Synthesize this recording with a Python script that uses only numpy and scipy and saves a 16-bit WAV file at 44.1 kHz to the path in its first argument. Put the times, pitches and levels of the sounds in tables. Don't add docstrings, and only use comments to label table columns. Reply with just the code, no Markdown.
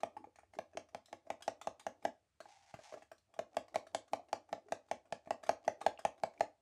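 import sys
import numpy as np
from scipy import signal
from scipy.fft import rfft, irfft
from scipy.io import wavfile

SR = 44100
rng = np.random.default_rng(int(sys.argv[2]) if len(sys.argv) > 2 else 0)


def bounce(signal):
    frames = np.transpose(np.atleast_2d(signal))
    limited = np.clip(frames, -1, 1)
    pcm = np.round(limited * 32767).astype(np.int16)
    wavfile.write(sys.argv[1], SR, pcm)


N = 291501
BURST = np.arange(4096) / SR
USUAL_POP_DB, USUAL_SPRAY_DB = -25, -48
NEAR_ECHO_S, NEAR_ECHO_GAIN = 0.004713, 0.53

# start in seconds, pop level in dB, resonance of the air pocket in Hz,
# level of the wet spray in dB.
SLAPS = [(0.0329, -24.5, 720, -52.5), (0.5872, -29.5, 700, -56), (0.7717, -32, 691, -49.5),
         (0.9466, -34, 720, -55), (1.128, -37, 737, -57.5), (1.302, -28, 728, -52),
         (1.4786, -23.5, 725, -48), (1.6713, -26.5, 730, -52), (1.8656, -28, 721, -52.5),
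         (2.051, -22, 728, -49.5), (3.3906, -27.5, 660, -54), (3.5681, -23.5, 692, -48),
         (3.7573, -22, 700, -46.5), (3.947, -25.5, 713, -42), (4.133, -23, 740, -49.5),
         (4.329, -24, 742, -47), (4.528, -27.5, 725, -53), (4.7214, -25, 707, -47.5),
         (4.9126, -25, 723, -48.5), (5.1239, -29, 710, -49.5), (5.3066, -23, 725, -49.5),
         (5.4919, -17.5, 720, -44.5), (5.6783, -19, 708, -48), (5.8637, -16, 732, -44),
         (6.0502, -19, 746, -46.5), (6.2351, -22, 722, -49.5), (6.407, -18.5, 723, -47)]
# frequency in Hz, relative spectral density in dB.
SPLAT_SPECTRUM = [(700, -16.5), (1100, 3), (1400, -2.5), (1750, 2.5), (2000, -0.5), (2400, -1.5),
                  (3000, -8), (4200, -33.5)]
# frequency in Hz, relative density in dB.
FILM_SPECTRUM = [(300, -42.5), (600, 1.5), (800, 16.5), (1100, -4.5), (2100, 1), (3300, -4), (6300, -2.5),
                 (9500, -14), (11500, -26.5), (14000, -31.5)]


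def from_db(db):
    return 10 ** (np.asarray(db) / 20)


def rms_one(x):
    return x / np.sqrt(np.mean(x ** 2) + 1e-20)


def unit_burst(x):
    return x / np.sqrt(np.sum(x ** 2) / (SR / 100) + 1e-20)


def at_hz(rows, hz, column=1):
    rows = np.array(rows)
    return np.interp(np.log(np.maximum(hz, 1)), np.log(rows[:, 0]), rows[:, column])


def in_time(rows):
    times, levels_db = np.array(rows).T
    return from_db(np.interp(np.arange(N) / SR, times, levels_db, left=-140, right=-140))


def add(track, start_s, sound):
    at = max(round(start_s * SR), 0)
    track[at:at + len(sound)] += sound[:max(N - at, 0)]


def coloured(x, spectrum, size=4096):
    gains = from_db(at_hz(spectrum, np.arange(size // 2 + 1) * SR / size))
    cepstrum = irfft(np.log(gains))
    cepstrum[1:size // 2] *= 2
    cepstrum[size // 2 + 1:] = 0
    return signal.fftconvolve(x, irfft(np.exp(rfft(cepstrum))))[:len(x)]


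def drift(per_s):
    knots = rng.standard_normal(int(N / SR * per_s) + 2)
    return rms_one(np.interp(np.arange(N) / SR * per_s, np.arange(len(knots)), knots))


def harder(pop_db, slope):
    return slope * (pop_db - USUAL_POP_DB)


def pop(hz, swell_s):
    age = BURST / max(swell_s, 1e-4)
    return (age * np.exp(1 - age)) ** 2 * np.sin(2 * np.pi * hz * BURST)


def grains(size, per_s, spread_db):
    heights = from_db(spread_db * np.minimum(rng.exponential(1, size), 4)) * rng.choice([-1, 1], size)
    return heights * (rng.random(size) < per_s / SR)


def bubble(hz, fall_s, rise_per_s):
    phase = 2 * np.pi * hz * BURST * (1 + rise_per_s * BURST / 2)
    return np.sin(phase) * np.exp(-BURST / fall_s) * (1 - np.exp(-10 * BURST / fall_s))


def wet_burst(spectrum, rise_s, fall_s, linger_s, linger_db, per_s, froth_db, cycles):
    decay = np.exp(-BURST / fall_s) + from_db(linger_db) * np.exp(-BURST / linger_s)
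    envelope = (1 - np.exp(-BURST / rise_s)) * decay
    crackle = coloured(grains(len(BURST), per_s, spread_db=2.5) * envelope, spectrum)
    pitches = np.exp(rng.uniform(np.log(spectrum[1][0]), np.log(spectrum[-2][0]), 5))
    ringing = sum(bubble(hz, cycles / hz, rise_per_s=1.6) for hz in pitches)
    froth = signal.fftconvolve(crackle, ringing)[:len(BURST)]
    return unit_burst(unit_burst(crackle) + from_db(froth_db) * unit_burst(froth))


def thump(wall_hz, base_hz, base_db, rim_hz, rim_db):
    wall = pop(wall_hz * np.exp(rng.normal(0, 0.14)), swell_s=0.0035)
    base = from_db(base_db) * pop(base_hz, swell_s=0.013)
    rim = from_db(rim_db) * pop(rim_hz, swell_s=0.0084)
    return unit_burst(wall + base + rim)


def slaps():
    # frequency in Hz, relative spectral density in dB.
    spray_spectrum = [(2200, -6), (3200, 0), (4800, -2), (6300, 0), (8500, -9.5), (10500, -13),
                      (14000, -52)]
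    out = np.zeros(N)
    for start_s, pop_db, pocket_hz, spray_db in SLAPS:
        pocket = from_db(pop_db) * pop(pocket_hz, swell_s=0.0023)
        db_per_octave = 0.2 * (spray_db - USUAL_SPRAY_DB)
        tilted = [(hz, db + db_per_octave * np.log2(hz / 5000)) for hz, db in spray_spectrum]
        splat = wet_burst(SPLAT_SPECTRUM, rise_s=0.00048, fall_s=0.0022, linger_s=0.008,
                          linger_db=-14.5, per_s=16000, froth_db=-13.5, cycles=7.2)
        spray = wet_burst(tilted, rise_s=0.00064, fall_s=0.0011, linger_s=0.0055,
                          linger_db=-18.5, per_s=15000, froth_db=-12, cycles=28)
        bowl = thump(wall_hz=222.2, base_hz=102, base_db=-15, rim_hz=534.3, rim_db=-2.5)
        add(out, start_s, pocket)
        add(out, start_s, from_db(-48.5 + harder(pop_db, slope=0.49)) * bowl)
        add(out, start_s, from_db(-45.5 + harder(pop_db, slope=0.74)) * splat)
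        add(out, start_s, from_db(spray_db - 0.4) * spray)
        add(out, start_s + NEAR_ECHO_S, NEAR_ECHO_GAIN * pocket)
    return out


def stroke_envelope(slope, rise_s, fall_s, hold_s=0):
    t, envelope = np.arange(N) / SR, np.zeros(N)
    for start_s, pop_db, _, _ in SLAPS:
        away = np.maximum(start_s - hold_s - t, 0) / rise_s + np.maximum(t - start_s, 0) / fall_s
        stroke = from_db(harder(pop_db, slope)) * np.exp(-np.minimum(away, 20))
        envelope = np.maximum(envelope, stroke)
    return envelope


def churn():
    # frequency in Hz, relative density in dB.
    push_spectrum = [(100, -22), (250, 3.5), (400, -6), (700, -14), (1200, -25.5), (2500, -36)]
    settle_spectrum = [(130, -19.5), (220, -7), (320, 3.5), (450, -1.5), (700, 7), (1000, -10),
                       (2000, -38.5)]
    films = grains(N, per_s=320, spread_db=5.5) * from_db(2 * drift(per_s=15))
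    peel = from_db(-82.5) * rms_one(coloured(films, FILM_SPECTRUM))
    peel *= stroke_envelope(slope=0.87, rise_s=0.015, fall_s=0.043, hold_s=0.05)
    folds = grains(N, per_s=3800, spread_db=6) * from_db(6.1 * drift(per_s=13))
    push = from_db(-59) * rms_one(coloured(folds, push_spectrum))
    push *= stroke_envelope(slope=0.75, rise_s=0.0072, fall_s=0.006)
    clumps = grains(N, per_s=2900, spread_db=-1.5) * from_db(4 * drift(per_s=38))
    gulps = from_db(-66) * rms_one(coloured(clumps, settle_spectrum))
    gulps *= stroke_envelope(slope=0.55, rise_s=0.039, fall_s=0.076)
    return peel + push + gulps


def rocking():
    # frequency in Hz, relative spectral density in dB.
    rumble_spectrum = [(35, -17.5), (65, 7.5), (95, 10), (130, -16.5), (220, -7), (400, -37)]
    # time in seconds, relative level in dB.
    swell = [(0.0, -100), (0.33, -85), (1.8, -91.5), (2.32, -92), (2.59, -91), (5.0, -88.5), (6.6, -93)]
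    shaking = rng.standard_normal(N) * from_db(1.8 * drift(per_s=20))
    return from_db(4) * rms_one(coloured(shaking, rumble_spectrum)) * in_time(swell)


def smack(pop_db, crackle_db):
    # frequency in Hz, relative spectral density in dB.
    peel_spectrum = [(2200, -7), (3200, -5), (6500, -3.5), (9000, -5), (11000, -16), (14000, -17.5)]
    pocket = from_db(pop_db) * pop(hz=720 * np.exp(rng.normal(0, 0.09)), swell_s=0.0027)
    echo = NEAR_ECHO_GAIN * np.interp(BURST - NEAR_ECHO_S, BURST, pocket)
    splat = wet_burst(SPLAT_SPECTRUM, rise_s=0.00062, fall_s=0.0022, linger_s=0.016,
                      linger_db=-8, per_s=2100, froth_db=-1.5, cycles=3.6)
    crackle = wet_burst(peel_spectrum, rise_s=0.0031, fall_s=0.0042, linger_s=0.034,
                        linger_db=-18, per_s=3500, froth_db=-1.5, cycles=8.3)
    bowl = thump(wall_hz=288, base_hz=109, base_db=-15.5, rim_hz=436, rim_db=-5)
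    wet = from_db((pop_db + crackle_db) / 2 - 3) * splat + from_db(crackle_db) * crackle
    return pocket + echo + from_db(pop_db - 22) * bowl + wet


def smacks():
    # start in seconds, pop level in dB, crackle level in dB.
    releases = [(0.166, -38, -70), (0.241, -43.5, -80), (0.357, -61, -69), (0.386, -51, -72),
                (0.432, -55.5, -88), (0.535, -52.5, -70), (1.057, -96, -63.5), (1.27, -49, -100),
                (1.422, -58, -52.5), (1.613, -45.5, -55), (1.795, -59, -58.5), (2.403, -43.5, -60),
                (2.455, -48, -80), (2.739, -41, -63.5), (2.789, -47.5, -76), (2.923, -43, -69),
                (2.939, -38.5, -69.5), (2.972, -46.5, -82), (3.021, -51, -71), (3.115, -45, -66),
                (3.18, -82, -73), (3.364, -54, -88), (3.743, -39.5, -58), (3.867, -52, -67),
                (5.273, -44, -78), (5.434, -44, -59), (5.464, -49, -59.5), (5.813, -36, -56.5),
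                (5.99, -45.5, -60.5)]
    out = np.zeros(N)
    for start_s, pop_db, crackle_db in releases:
        add(out, start_s, smack(pop_db, crackle_db))
    for slap_s, pop_db, _, _ in SLAPS:
        extra_db = harder(pop_db, slope=0.5) + 7 * rng.uniform(-1, 1, 2)
        lead_s = rng.uniform(0.019, 0.085)
        add(out, slap_s - lead_s, smack(pop_db=-60 + extra_db[0], crackle_db=-75 + extra_db[1]))
    return out


def bubbles():
    # start in seconds, level in dB, pitch in Hz, decay time in seconds.
    squeezed_out = [(0.205, -50.5, 293, 0.0065), (0.272, -48, 483, 0.0032), (0.568, -46.5, 375, 0.0051),
                    (0.752, -42.5, 392, 0.0032), (3.115, -67, 11860, 0.0032), (4.195, -41, 682, 0.0068),
                    (4.58, -44, 642, 0.0073), (4.66, -56, 392, .02), (5.272, -46, 260, 0.0039),
                    (5.842, -49, 470, 0.0078), (5.976, -46, 2740, 0.0016), (6.377, -55, 2300, .003)]
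    out = np.zeros(N)
    for start_s, level_db, hz, fall_s in squeezed_out:
        add(out, start_s, from_db(level_db) * bubble(hz, fall_s, rise_per_s=2.7))
    return out


def wipe():
    # time in seconds, relative level in dB.
    fizz_levels = [(2.42, -82), (2.478, -77), (2.494, -66.5), (2.604, -79), (2.75, -73.5), (2.774, -80),
                   (2.834, -68), (3.034, -77.5), (3.08, -101)]
    fizz = grains(N, per_s=2800, spread_db=3.5) * from_db(2.75 * drift(per_s=58))
    return from_db(7) * in_time(fizz_levels) * rms_one(coloured(fizz, FILM_SPECTRUM))


def bump():
    out = np.zeros(N)
    add(out, start_s=2.741, sound=from_db(-47) * pop(hz=125, swell_s=0.0035))
    return out


def room(x, build_s, wall_s, wall_gain, bands):
    # frequency in Hz, level against the direct sound in dB,
    # reverberation time in seconds.
    reverberation = [(80, -8.5, 0.16), (173, -11.5, 0.12), (302, 3, 0.15), (440, -8.5, 0.042),
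                     (513, -5.5, 0.22), (675, -20, 0.27), (990, -10, 0.22), (1510, -11.5, 0.21),
                     (3500, -9.5, 0.2), (6700, -8, 0.18), (13000, -10, 0.098)]
    t = np.arange(SR // 2) / SR
    onset = np.clip(t / build_s - 0.5, 0, 1) * (1 + wall_gain * (t > wall_s))
    edges_hz = np.geomspace(50, 15000, bands + 1)
    white = rng.standard_normal((2, len(t)))
    response = np.zeros(len(t))
    for k, (low, high) in enumerate(zip(edges_hz, edges_hz[1:])):
        hz = np.sqrt(low * high)
        band = signal.sosfilt(signal.butter(2, [low, high], "band", fs=SR, output="sos"), white[k % 2])
        tail = band * onset * from_db(-60 * t / at_hz(reverberation, hz, column=2))
        unity_gain_rms = np.sqrt(2 * (high - low) / SR / len(t))
        response += from_db(at_hz(reverberation, hz)) * unity_gain_rms * rms_one(tail)
    return signal.fftconvolve(x, response)[:N]


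def still_air():
    # frequency in Hz, relative spectral density in dB.
    air_spectrum = [(25, -15), (60, 0.5), (95, 3), (160, -6), (400, -11.5), (700, -17), (1300, -14),
                    (4000, -19.5), (9000, -22.5), (14000, -46.5)]
    return from_db(-85) * rms_one(coloured(rng.standard_normal(N), air_spectrum))


def scene():
    direct = slaps() + smacks() + bubbles() + bump() + wipe() + churn() + rocking()
    sway = np.array([drift(per_s=4.5) for _ in range(3)])
    shares = sway / np.linalg.norm(sway, axis=0)
    echoes = sum(room(direct * share, build_s=0.003, wall_s=0.016, wall_gain=0.62, bands=26)
                 for share in shares)
    return (direct + echoes + still_air())[None]


def record(dry):
    bass_cut_hz, treble_cut_hz = 55, 14100
    thin = signal.sosfilt(signal.butter(2, bass_cut_hz, "high", fs=SR, output="sos"), dry)
    return signal.sosfilt(signal.ellip(10, 0.1, 70, treble_cut_hz, fs=SR, output="sos"), thin)


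dry = scene()
out = record(dry)
bounce(out)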